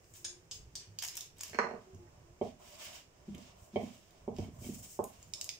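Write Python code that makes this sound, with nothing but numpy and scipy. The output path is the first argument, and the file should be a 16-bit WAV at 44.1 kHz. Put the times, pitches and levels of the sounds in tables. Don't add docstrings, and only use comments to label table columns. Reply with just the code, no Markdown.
import sys
import numpy as np
from scipy import signal
from scipy.fft import rfft, irfft, next_fast_len
from scipy.io import wavfile
from scipy.ndimage import uniform_filter1d

SR = 44100
rng = np.random.default_rng(int(sys.argv[2]) if len(sys.argv) > 2 else 0)


def log_audio(samples):
    frames = np.atleast_2d(samples).T
    limited = np.clip(frames, -1, 1)
    pcm = np.round(limited * 32767).astype(np.int16)
    wavfile.write(sys.argv[1], SR, pcm)


def gain_from_db(level_db):
    decades = np.asarray(level_db, float) / 20
    return 10 ** decades


N = 246519
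T = np.arange(N) / SR
CLICK_LAG = 0.22


def unit(x):
    return x / np.sqrt(np.mean(x ** 2, axis=-1, keepdims=True))


def peak(x):
    return x / np.abs(x).max()


def shape(x, points):
    hz, db = np.transpose(points)
    f = np.maximum(np.fft.rfftfreq(x.shape[-1], 1 / SR), 1)
    gain = gain_from_db(np.interp(np.log(f), np.log(hz), db))
    return irfft(rfft(x) * gain, x.shape[-1])


def band(x, lo_hz, hi_hz):
    edges = [lo_hz, min(hi_hz, .45 * SR)]
    return signal.sosfilt(signal.butter(2, edges, "band", fs=SR, output="sos"), x)


def walk(rate_hz):
    k = int(SR / min(rate_hz, 80))
    steps = rng.standard_normal(size=512)[:N // k + 1]
    return unit(uniform_filter1d(np.repeat(steps, k), k)[:N])


def swell(start, length):
    u = np.clip((T - start) / length, 0, 1)
    rise_share = 0.44
    return np.sin(np.pi * u ** (np.log(.5) / np.log(rise_share))).clip(0)


def add(out, s, x, peak_db, pan_db, lag=0.52):
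    x = peak(x)
    for channel, side in enumerate((1, -1)):
        i = int(s * SR - side * lag * pan_db)
        out[channel, i:i + len(x)] += x[:N - i] * gain_from_db(peak_db + side * pan_db / 2)


def ring(modes, extra_db, spread_db, seconds):
    hz, db, t60 = np.array(modes).T[:, :, None]
    level_luck, pitch_luck = rng.standard_normal((2, len(hz), 1))
    t = np.arange(int(seconds * SR)) / SR
    fade = np.exp(-np.log(1000) * t / t60)
    tones = np.sin(2 * np.pi * hz * (1 + 0.0073 * pitch_luck) * t)
    return (gain_from_db(db + extra_db + spread_db * level_luck) * fade * tones).sum(axis=0)


def contact(ms, count):
    t = np.arange(int(.03 * SR)) / SR
    chatter = rng.standard_normal((count, len(t))) * np.exp(-1000 * t / ms)
    chatter[:, 0] = 2.82
    return chatter


def crack(hz, dull_db, crisp_db, ms, dull_hz):
    burst = np.pad(contact(ms, count=3), ((0, 0), (0, int(.03 * SR))))
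    t_ms = 1000 * np.arange(burst.shape[1]) / SR
    near_db, near_ms = -20, 5
    burst = burst + gain_from_db(near_db) * rng.standard_normal(burst.shape) * np.exp(-t_ms / near_ms)
    pitched = band(burst[0], 0.65 * hz, 1.296 * hz)
    dull = band(band(burst[1], dull_hz, 4800), dull_hz, 8500)
    crisp = band(burst[2], 9450, 14600)
    return peak(pitched) + gain_from_db(dull_db) * peak(dull) + gain_from_db(crisp_db) * peak(crisp)


def snaps(events, dull_hz, pan_db, pan_per_octave):
    out = np.zeros((2, N))
    for s, db, hz, dull_db, crisp_db in events:
        x = crack(hz, dull_db, crisp_db, 1.0, dull_hz)
        add(out, s, x, db, pan_db + pan_per_octave * np.log2(hz / 6000), CLICK_LAG)
    return out


KNOCK_SPOTS = {2.412: [-3, 0, -3, 2, -3, 1, -5.5, -0.5, 3.5, 6, -7, 3.5], 3.758: [-3, -11, 1, 0, -9, -2, -5,
               1.5, 0.5, -4, -24, -3], 4.277: [-16, -3, 7.5, 2, -6, 11, -26, -3, 6, 13.5, -3, -5], 4.99:
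               [3.5, -2, -20, -2, 2, 2, -5, 8, 2.5, -5, 3, 3]}


def blows(events, modes, edge_hz, knock_db, rim_hz, pan_db, low_hz):
    out = np.zeros((2, N))
    low = modes[:, 0] < 1300
    hz = modes[low, :1]
    push_s = 0.00023
    for s, db, thump_db, upper_db, rim_db in events:
        region_db = np.select([hz < 300, hz < 700], [thump_db, 0], upper_db)
        wall = ring(modes[low], region_db + np.c_[KNOCK_SPOTS.get(s, 0)], 1, .2)
        rim = ring(modes[~low], rim_db, 1, .2)
        touch = contact(.3, count=1)[0]
        touch = np.pad(touch, (0, len(wall) - len(touch)))
        scale = gain_from_db(knock_db) * np.abs(wall).max()
        knock_parts = (175, 305, thump_db + 9), (320, 666, 0), (700, 1282, upper_db + 0.5)
        for lo, hi, part_db in knock_parts:
            wall += scale * gain_from_db(part_db) * peak(band(touch, lo, hi))
        rim += scale * gain_from_db(rim_db - 2.0) * peak(band(band(touch, *rim_hz), *rim_hz))
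        wall *= 1 - np.exp(-np.arange(len(wall)) / (push_s * SR))
        soft_hz = max(edge_hz * gain_from_db(0.04 * min(upper_db, 0)), 400)
        wall = band(band(wall, low_hz, soft_hz), 0.46 * low_hz, 0.89 * soft_hz)
        rim = band(rim, 0.6 * rim_hz[0], 7800)
        add(out, s + 0.0011, -wall - rim, db, pan_db)
    return out


# (frequency [Hz], density [dB per Hz])
HUM_COLOUR = [(25, 1), (100, -3.5), (225, -10.5), (367, -4.5), (900, -17.5), (1500, -15.5), (3000, -28),
              (16000, -38)]
# (start [s], length [s], level [dB])
LEANS = [
    (0.53, 0.32, -63),
    (1.466, 0.2, -68),
    (1.866, 0.81, -66.5),
    (3.16, 0.54, -60.5),
    (4.17, 0.35, -55.5),
    (4.482, 0.41, -49.5),
    (5.067, 0.36, -66.5),
]


def household():
    mid, side, low = rng.standard_normal((3, N))
    side = shape(side, [(100, -7), (500, -7.0), (1500, 2)])
    hum = gain_from_db(-66 + walk(0.7)) * unit(shape(np.array([mid + side, mid - side]), HUM_COLOUR))
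    load = gain_from_db(-65.5)
    for s, length, db in LEANS:
        load = load + gain_from_db(db) * swell(s, length)
    shake = load * gain_from_db(2. * walk(28)) * unit(band(band(low, 34, 190), 39, 140))
    return (hum + shake) * gain_from_db(np.array([[-2.2], [2.2]]))


# (start [s], length [s], hiss level [dB], wood part [dB re hiss], bowl part [dB re hiss])
STROKES = [(0.0, 0.23, -64, -13, -18), (0.132, .05, -58.5, 0.5, -23), (0.14, 0.12, -59.5, -7, -23),
           (0.504, 0.087, -55, -2, -30), (0.745, 0.13, -78, 20.5, -11), (0.962, 0.33, -62.5, 11, -20),
           (1.355, 0.25, -60, 8.5, 1), (1.622, 0.39, -86.5, 17, 29.5), (1.9, 0.63, -83.5, 5, 22),
           (2.399, 0.13, -66, 10, -11), (2.583, 0.11, -62, 3.5, 10), (2.64, 0.18, -58.5, 4.5, 7.5),
           (2.781, 0.089, -59.5, 3, 9), (2.777, 0.25, -52.5, 5.5, 2), (1.01, 0.053, -47, 4, -24),
           (3.04, 0.83, -73.5, 7.5, 15.5), (3.355, 0.18, -74.5, 15.5, 7), (3.558, 0.16, -62.5, -14, -14),
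           (3.715, 0.39, -62, 4.5, 4.5), (4.058, 0.25, -73.5, 5.5, 13.5), (4.332, 0.17, -60, 6.5, 7.5),
           (4.503, 0.14, -64, -8, 6.5), (4.583, 0.17, -48, -7, -12), (4.713, 0.14, -50, -12, -8.5),
           (4.736, .025, -43.5, -12, -20), (4.785, 0.015, -49, -21, -20), (4.822, 0.043, -48.5, -9, -9),
           (4.826, 0.17, -49, -12.5, -15), (3.247, .1, -80, 14, -5), (3.438, 0.075, -86, 10, 15),
           (4.99, 0.36, -62, 0, 2.5), (5.308, 0.24, -59, -19, 3)]


def rubbing():
    gains = 0
    for s, length, db, wood_db, bowl_db in STROKES:
        gains = gains + swell(s, length) * gain_from_db(db + np.array([[0], [wood_db], [bowl_db]]))
    hiss_gain, wood_gain, bowl_gain = gains
    slips = rng.standard_normal((3, 2, N)) * gain_from_db(2.5 * rng.exponential(size=(3, 1, N)).clip(0, 4))
    slips = slips[:, :1] + 7.4 * slips
    grip = 1.5 * walk(30)
    hiss = hiss_gain * gain_from_db(grip + walk(38)) * unit(band(slips[0], 5840, 18000))
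    wood = wood_gain * gain_from_db(grip + 1.7 * walk(40)) * unit(band(slips[1], 1200, 4320))
    hollow = band(slips[2], 538, 730)
    hollow = hollow + 0.47 * band(slips[2], 827, 1303) + 0.41 * band(slips[2], 180, 410)
    bowl = bowl_gain * gain_from_db(1.85 * walk(24)) * unit(hollow)
    pan_db = -3
    return (hiss + wood + bowl) * gain_from_db(np.array([[pan_db], [-pan_db]]) / 2 - 12.0)


# (time [s], peak level [dB], crack pitch [Hz], dull part
# [dB], crisp part [dB])
CREASES = [(0.043, -55.5, 6600, 7, -8), (0.1382, -52, 7470, -4, -4), (0.9878, -29, 5080, -20, -14),
           (0.9905, -36, 5000, -6, -5), (1.0219, -36.5, 5900, 10, -3), (1.0245, -31.5, 6500, 15, 9),
           (1.0268, -33, 5950, -3, 9), (1.0368, -31, 7500, 5, 6), (1.043, -46, 5500, -6, -6),
           (1.049, -29, 6050, -15, 5.5), (1.0536, -36.5, 6120, -14, 7), (1.059, -46, 6000, -16, -5),
           (1.066, -41, 6500, -15, -2), (1.0784, -33, 7450, -38, 4.5), (1.0853, -31, 5000, -17.5, -4.5),
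           (1.0945, -45, 5550, -23, -2), (1.1545, -37, 7460, -10, 0.5), (1.1697, -30, 7130, -21.5, 2),
           (1.1757, -28, 5760, -5, 2), (1.2085, -33.5, 5560, -25, 1), (1.3694, -53.5, 7700, 12, 10),
           (1.3838, -49, 6600, -5.5, 3), (1.393, -46.5, 5700, -4, -9), (1.401, -50, 6000, -4, -1),
           (1.407, -41, 6000, 6, -17), (1.4097, -29.5, 6500, -5, 0.5), (1.4342, -30.5, 6100, -0.5, 6.5),
           (1.4362, -38, 5500, -4.5, -11.5), (1.4812, -43, 6400, -22.5, 0), (1.4972, -42, 5760, -15.5, 2)]


def wrapper_crackle():
    return snaps(CREASES, dull_hz=800, pan_db=-3, pan_per_octave=9)


# (time [s], peak level [dB], pitch [Hz], t60 [s])
THUDS = [(0.12, -57.5, 91.7, 0.3), (0.429, -61, 159, 0.08), (0.597, -47, 63, 0.22), (0.739, -56, 134, 0.06),
         (0.873, -52.5, 104.4, 0.34), (1.34, -56, 98, 0.16), (1.933, -45.5, 94.8, 0.2),
         (2.138, -55, 107, 0.12), (3.281, -39.5, 203, 0.12), (3.735, -43, 210, 0.29),
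         (4.384, -36, 91.8, 0.24)]


def thuds():
    out = np.zeros((2, N))
    t = np.arange(int(.4 * SR)) / SR
    for s, db, hz, t60 in THUDS:
        x = ring([(hz, 0, t60), (1.6 * hz, -10, .7 * t60)], 0, 1, .4)
        add(out, s, x * (1 - np.exp(-t / 0.0011)), db, -3)
    return out


# (start [s], length [s], start pitch [Hz], end pitch [Hz], level [dB])
HUMS = [(0.177, 0.23, 349.6, 357, -69), (0.531, 0.1, 434, 438, -74.5), (1.833, 0.14, 372, 385, -64.5),
        (1.97, 0.21, 857, 842, -75.5), (1.98, 0.1, 360, 340, -66), (2.232, 0.13, 327, 359, -72.5),
        (1.025, 0.023, 730, 694, -69), (1.172, 0.056, 726, 740, -79), (2.72, 0.04, 4820, 4700, -75)]


def vessel_hums():
    out = np.zeros((2, N))
    for s, length, hz0, hz1, db in HUMS:
        u = np.arange(int(length * SR)) / (length * SR)
        cycles = length * (hz0 * u + (hz1 - hz0) * u ** 2 / 2)
        envelope = np.sin(np.pi * u) ** 0.52 * gain_from_db(2.9 * walk(60)[:len(u)])
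        add(out, s, envelope * np.sin(2 * np.pi * cycles), db + 6.5, -3)
    return out


# (time [s], peak level [dB], crack pitch [Hz], dull part [dB], ring [dB])
TAPS = [
    (0.2451, -37, 5100, -13, -39),
    (0.2484, -31, 5100, -8, -26),
    (0.5125, -34, 4360, -32, -30.5),
    (0.7545, -31, 4640, -19, -35),
]
# (frequency [Hz], width [Hz], level [dB])
RIM_PLACES = [
    [(1620, 54, 5.5), (2880, 48, -23), (3120, 41, -17), (4740, 40, -6), (5270, 130, -8), (5900, 220, -15),
     (6160, 94, -19), (6800, 92, -20), (7200, 100, -24), (7480, 47, -9), (8480, 48, -1), (8670, 39, -3),
     (9000, 30, -4), (9500, 39, -8)],
    [(2860, 27, -2), (2980, 36, 7.5), (3860, 55, 1), (4150, 50, -15), (5080, 61, 11.5), (5170, 19, -9),
     (5230, 41, -19), (6200, 15, -12), (6300, 59, 4), (6500, 39, 1.5), (7000, 32, -4), (7700, 44, 2),
     (8400, 40, -8), (9600, 36, 0)],
    [(3080, 37, -14), (3600, 84, -17), (3900, 160, -2), (4650, 180, 22), (4800, 74, 7), (5100, 160, 12),
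     (5790, 160, 15.5), (6100, 60, 8), (7250, 44, 11.5), (8260, 97, 10), (9830, 20, 15.5), (11500, 47, 12),
     (12700, 50, 5), (14500, 50, -7)],
]
RIM_T60_S = (.018, .032, .014)
RIM_SPLIT = .018


def rim_taps():
    out = np.zeros((2, N))
    for (s, db, hz, dull_db, ring_db), place in zip(TAPS, (0, 0, 1, 2)):
        modes = []
        for f, _, level_db in RIM_PLACES[place]:
            modes += [(f * (1 + RIM_SPLIT * k), level_db, RIM_T60_S[place]) for k in (-1, 0, 1)]
        x = gain_from_db(ring_db) * ring(modes, 0.55, 1.0, .1)
        head = crack(hz, dull_db, -24, 0.54, 1200)
        x[:len(head)] += head
        add(out, s, x, db, -1.5, CLICK_LAG)
    return out


# (time [s], peak level [dB], table thump [dB], upper ring [dB], rim ring [dB])
DROPS = [(1.531, -38, -25.5, -9, 6), (1.545, -33, -9, -23, 3.5), (1.587, -10.5, -27, 4.5, 2.5),
         (1.591, -21, -17.5, 4, -26.5), (1.613, -30, -23, 16, 10), (1.629, -34, -20, 9, 3.5),
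         (1.641, -31.5, -13.5, -7.5, -22), (1.652, -35, -30, -11, -12), (1.668, -32.5, -34, 6, -26),
         (1.688, -39, -19, -8, -10), (1.7105, -33.5, -13, -9, -12), (1.736, -36, -11.5, -12, -18.5),
         (1.757, -40.5, -25.5, 2, -13), (1.775, -46, -22, 3, -8)]
# (frequency [Hz], level [dB], t60 [s])
UTENSIL_MODES = [(210, -26.5, 0.055), (250, 2, 0.04), (374, -13, 0.021), (459, 15, 0.08), (540, 8, 0.03),
                 (643, 16.5, 0.025), (740, 12, 0.022), (856, 18, 0.047), (965, 10.5, 0.032),
                 (1168, 14, 0.03), (1380, 13.5, 0.025), (1480, -13, .02), (1557, 14.5, 0.073),
                 (1786, 8, 0.047), (1950, 12, 0.019), (2170, 1, 0.03), (2490, -5, 0.025),
                 (2500, -20, 0.0079), (3530, -15, 0.013), (4250, 6.5, 0.034), (5000, -4, 0.011),
                 (5560, -1.5, 0.011)]


def dropped_utensil():
    modes = np.minimum(UTENSIL_MODES, [SR, 17, .09])
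    return blows(DROPS, modes, edge_hz=3100, knock_db=-4.0, rim_hz=(1300, 2500), pan_db=-6, low_hz=180)


# (time [s], peak level [dB], table thump [dB], upper ring [dB], rim ring [dB])
KNOCKS = [(1.944, -52, 29, -9, -21), (2.412, -23, -18, -17, -35), (3.344, -44, 17.5, -46, 18.5),
          (3.376, -49, 10, -20, -1), (3.758, -22, -18.5, -13.5, -26.5), (3.83, -36.5, 0, -17, -24),
          (4.277, -29, -13.5, -9, -35), (4.385, -32, 4.5, -17, -22), (4.44, -44, -3, -24, -14),
          (4.479, -44.5, 26, -24, -30), (4.614, -48, 2, -38, -28), (4.641, -43, -6, -28, -12),
          (4.661, -41.5, 6, -48, -8), (4.687, -33, 44, -63, -44), (4.99, -24, -24, 0.5, -54)]
# (frequency [Hz], level [dB], t60 [s])
BOWL_MODES = [(110, 10.5, 0.11), (159, -51, 0.036), (248, 13.5, 0.092), (248, -8, 0.14), (327, -25, 0.04),
              (419.6, 6, 0.025), (456, -0.5, 0.028), (570, 1, 0.018), (646, -1, 0.013), (780, 2.5, 0.028),
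              (860, 10, 0.02), (1047, 5.5, 0.026), (1320, -14, 0.022), (2040, -6, 0.033), (2216, 19, 0.033),
              (2340, 10.5, 0.012), (2720, -9, 0.03), (3123, 5.5, 0.038), (3220, -23, 0.03)]


def knocked_bowl():
    modes = np.minimum(BOWL_MODES, [SR, 9, .07])
    return blows(KNOCKS, modes, edge_hz=1000, knock_db=-11.0, rim_hz=(1900, 3600), pan_db=-5, low_hz=70)


# (time [s], peak level [dB], crack pitch [Hz], dull part [dB], crisp part [dB])
THREADS = [(1.947, -55, 6770, -16, 0), (3.3488, -44, 6300, 5.5, 2), (3.3815, -47, 6020, -23, -3),
           (4.1082, -51, 5460, -2, 4), (4.365, -49, 7200, 14, -4), (4.3853, -43.5, 5230, 4, -12),
           (4.7455, -55, 7700, -6, -10), (4.8288, -55, 6200, -5, -6), (5.0408, -29.5, 9460, -9, 8),
           (5.2284, -47, 6700, -13, -9), (5.3368, -30, 5800, -11, -17), (5.4126, -30, 6000, -14, -4),
           (5.4435, -30.5, 7600, -18, 3), (5.4915, -26, 5900, -1.5, -7.5), (5.4975, -46, 5600, 25, -13),
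           (5.3425, -53, 6000, -9, -18), (5.5515, -56, 9000, -9, 14)]


def batter_threads():
    return snaps(THREADS, dull_hz=1900, pan_db=-4, pan_per_octave=3.7)


# (frequency [Hz], t60 [s])
WALLS = [(100, 0.35), (500, 0.18), (2000, 0.28), (6000, 0.24), (14000, 0.17)]


def kitchen(x):
    t = np.arange(int(.6 * SR)) / SR
    hz, t60 = np.transpose(WALLS)
    tail = 0
    for f in 60 * 2. ** np.arange(9):
        mid, side = band(rng.standard_normal((2, len(t))), f / np.sqrt(2), f * np.sqrt(2))
        pair = mid + min(f / 900, 1) * side * np.array([[1], [-1]])
        tail = tail + pair * np.exp(-np.log(1000) * t / np.interp(np.log(f), np.log(hz), t60))
    early_db, early_s = -2.5, 0.0097
    tail = tail * (1 + gain_from_db(early_db) * np.exp(-t / early_s))
    for _ in range(4):
        bins = rfft(tail)
        power = np.abs(bins) ** 2
        level = uniform_filter1d(power, size=600) / uniform_filter1d(power, size=18)
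        tail = irfft(bins * np.sqrt(level), len(t))
        tail = tail * ((t > .0012) & (t < .5))
    tail = tail / np.sqrt(np.sum(tail ** 2, axis=-1, keepdims=True))
    size = next_fast_len(N + SR)
    return irfft(rfft(x, size) * rfft(tail, size), size)[:, :N]


def scene():
    rub = rubbing() + vessel_hums()
    crackle = wrapper_crackle()
    edge = rim_taps()
    utensil = dropped_utensil()
    bowl = knocked_bowl() + thuds()
    threads = batter_threads()
    to_walls = gain_from_db(-1.0) * rub + gain_from_db(-1.5) * crackle + gain_from_db(5.5) * edge
    to_walls = to_walls + gain_from_db(0.5) * utensil + gain_from_db(4.5) * bowl + gain_from_db(-2.5) * threads
    return household() + rub + crackle + edge + utensil + bowl + threads + kitchen(to_walls)


# (frequency [Hz], level [dB])
MIC = [(30, -5), (70, -3.5), (1000, 1.5), (1400, -6), (2800, 3.5), (4220, -2.5), (5250, 8.5), (7200, 10),
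       (10700, -2.5), (13600, -0.5), (14900, 5), (15600, 5.5), (16100, -22.5)]
# (frequency [Hz], level [dB], added at left and taken off at right)
PORTS = [(100, 0.9), (1000, 0.3), (2000, 1), (4000, -2.5), (8000, 4), (12000, 0.5), (15000, -1.5)]


def top_cut(x):
    return signal.sosfilt(signal.butter(12, 16520, fs=SR, output="sos"), x)


def record(dry):
    left, right = shape(dry, MIC)
    left = shape(left, PORTS)
    right = shape(right, np.multiply(PORTS, [1, -1]))
    return top_cut(np.array([left, right]))


dry = scene()
out = record(dry)
log_audio(out)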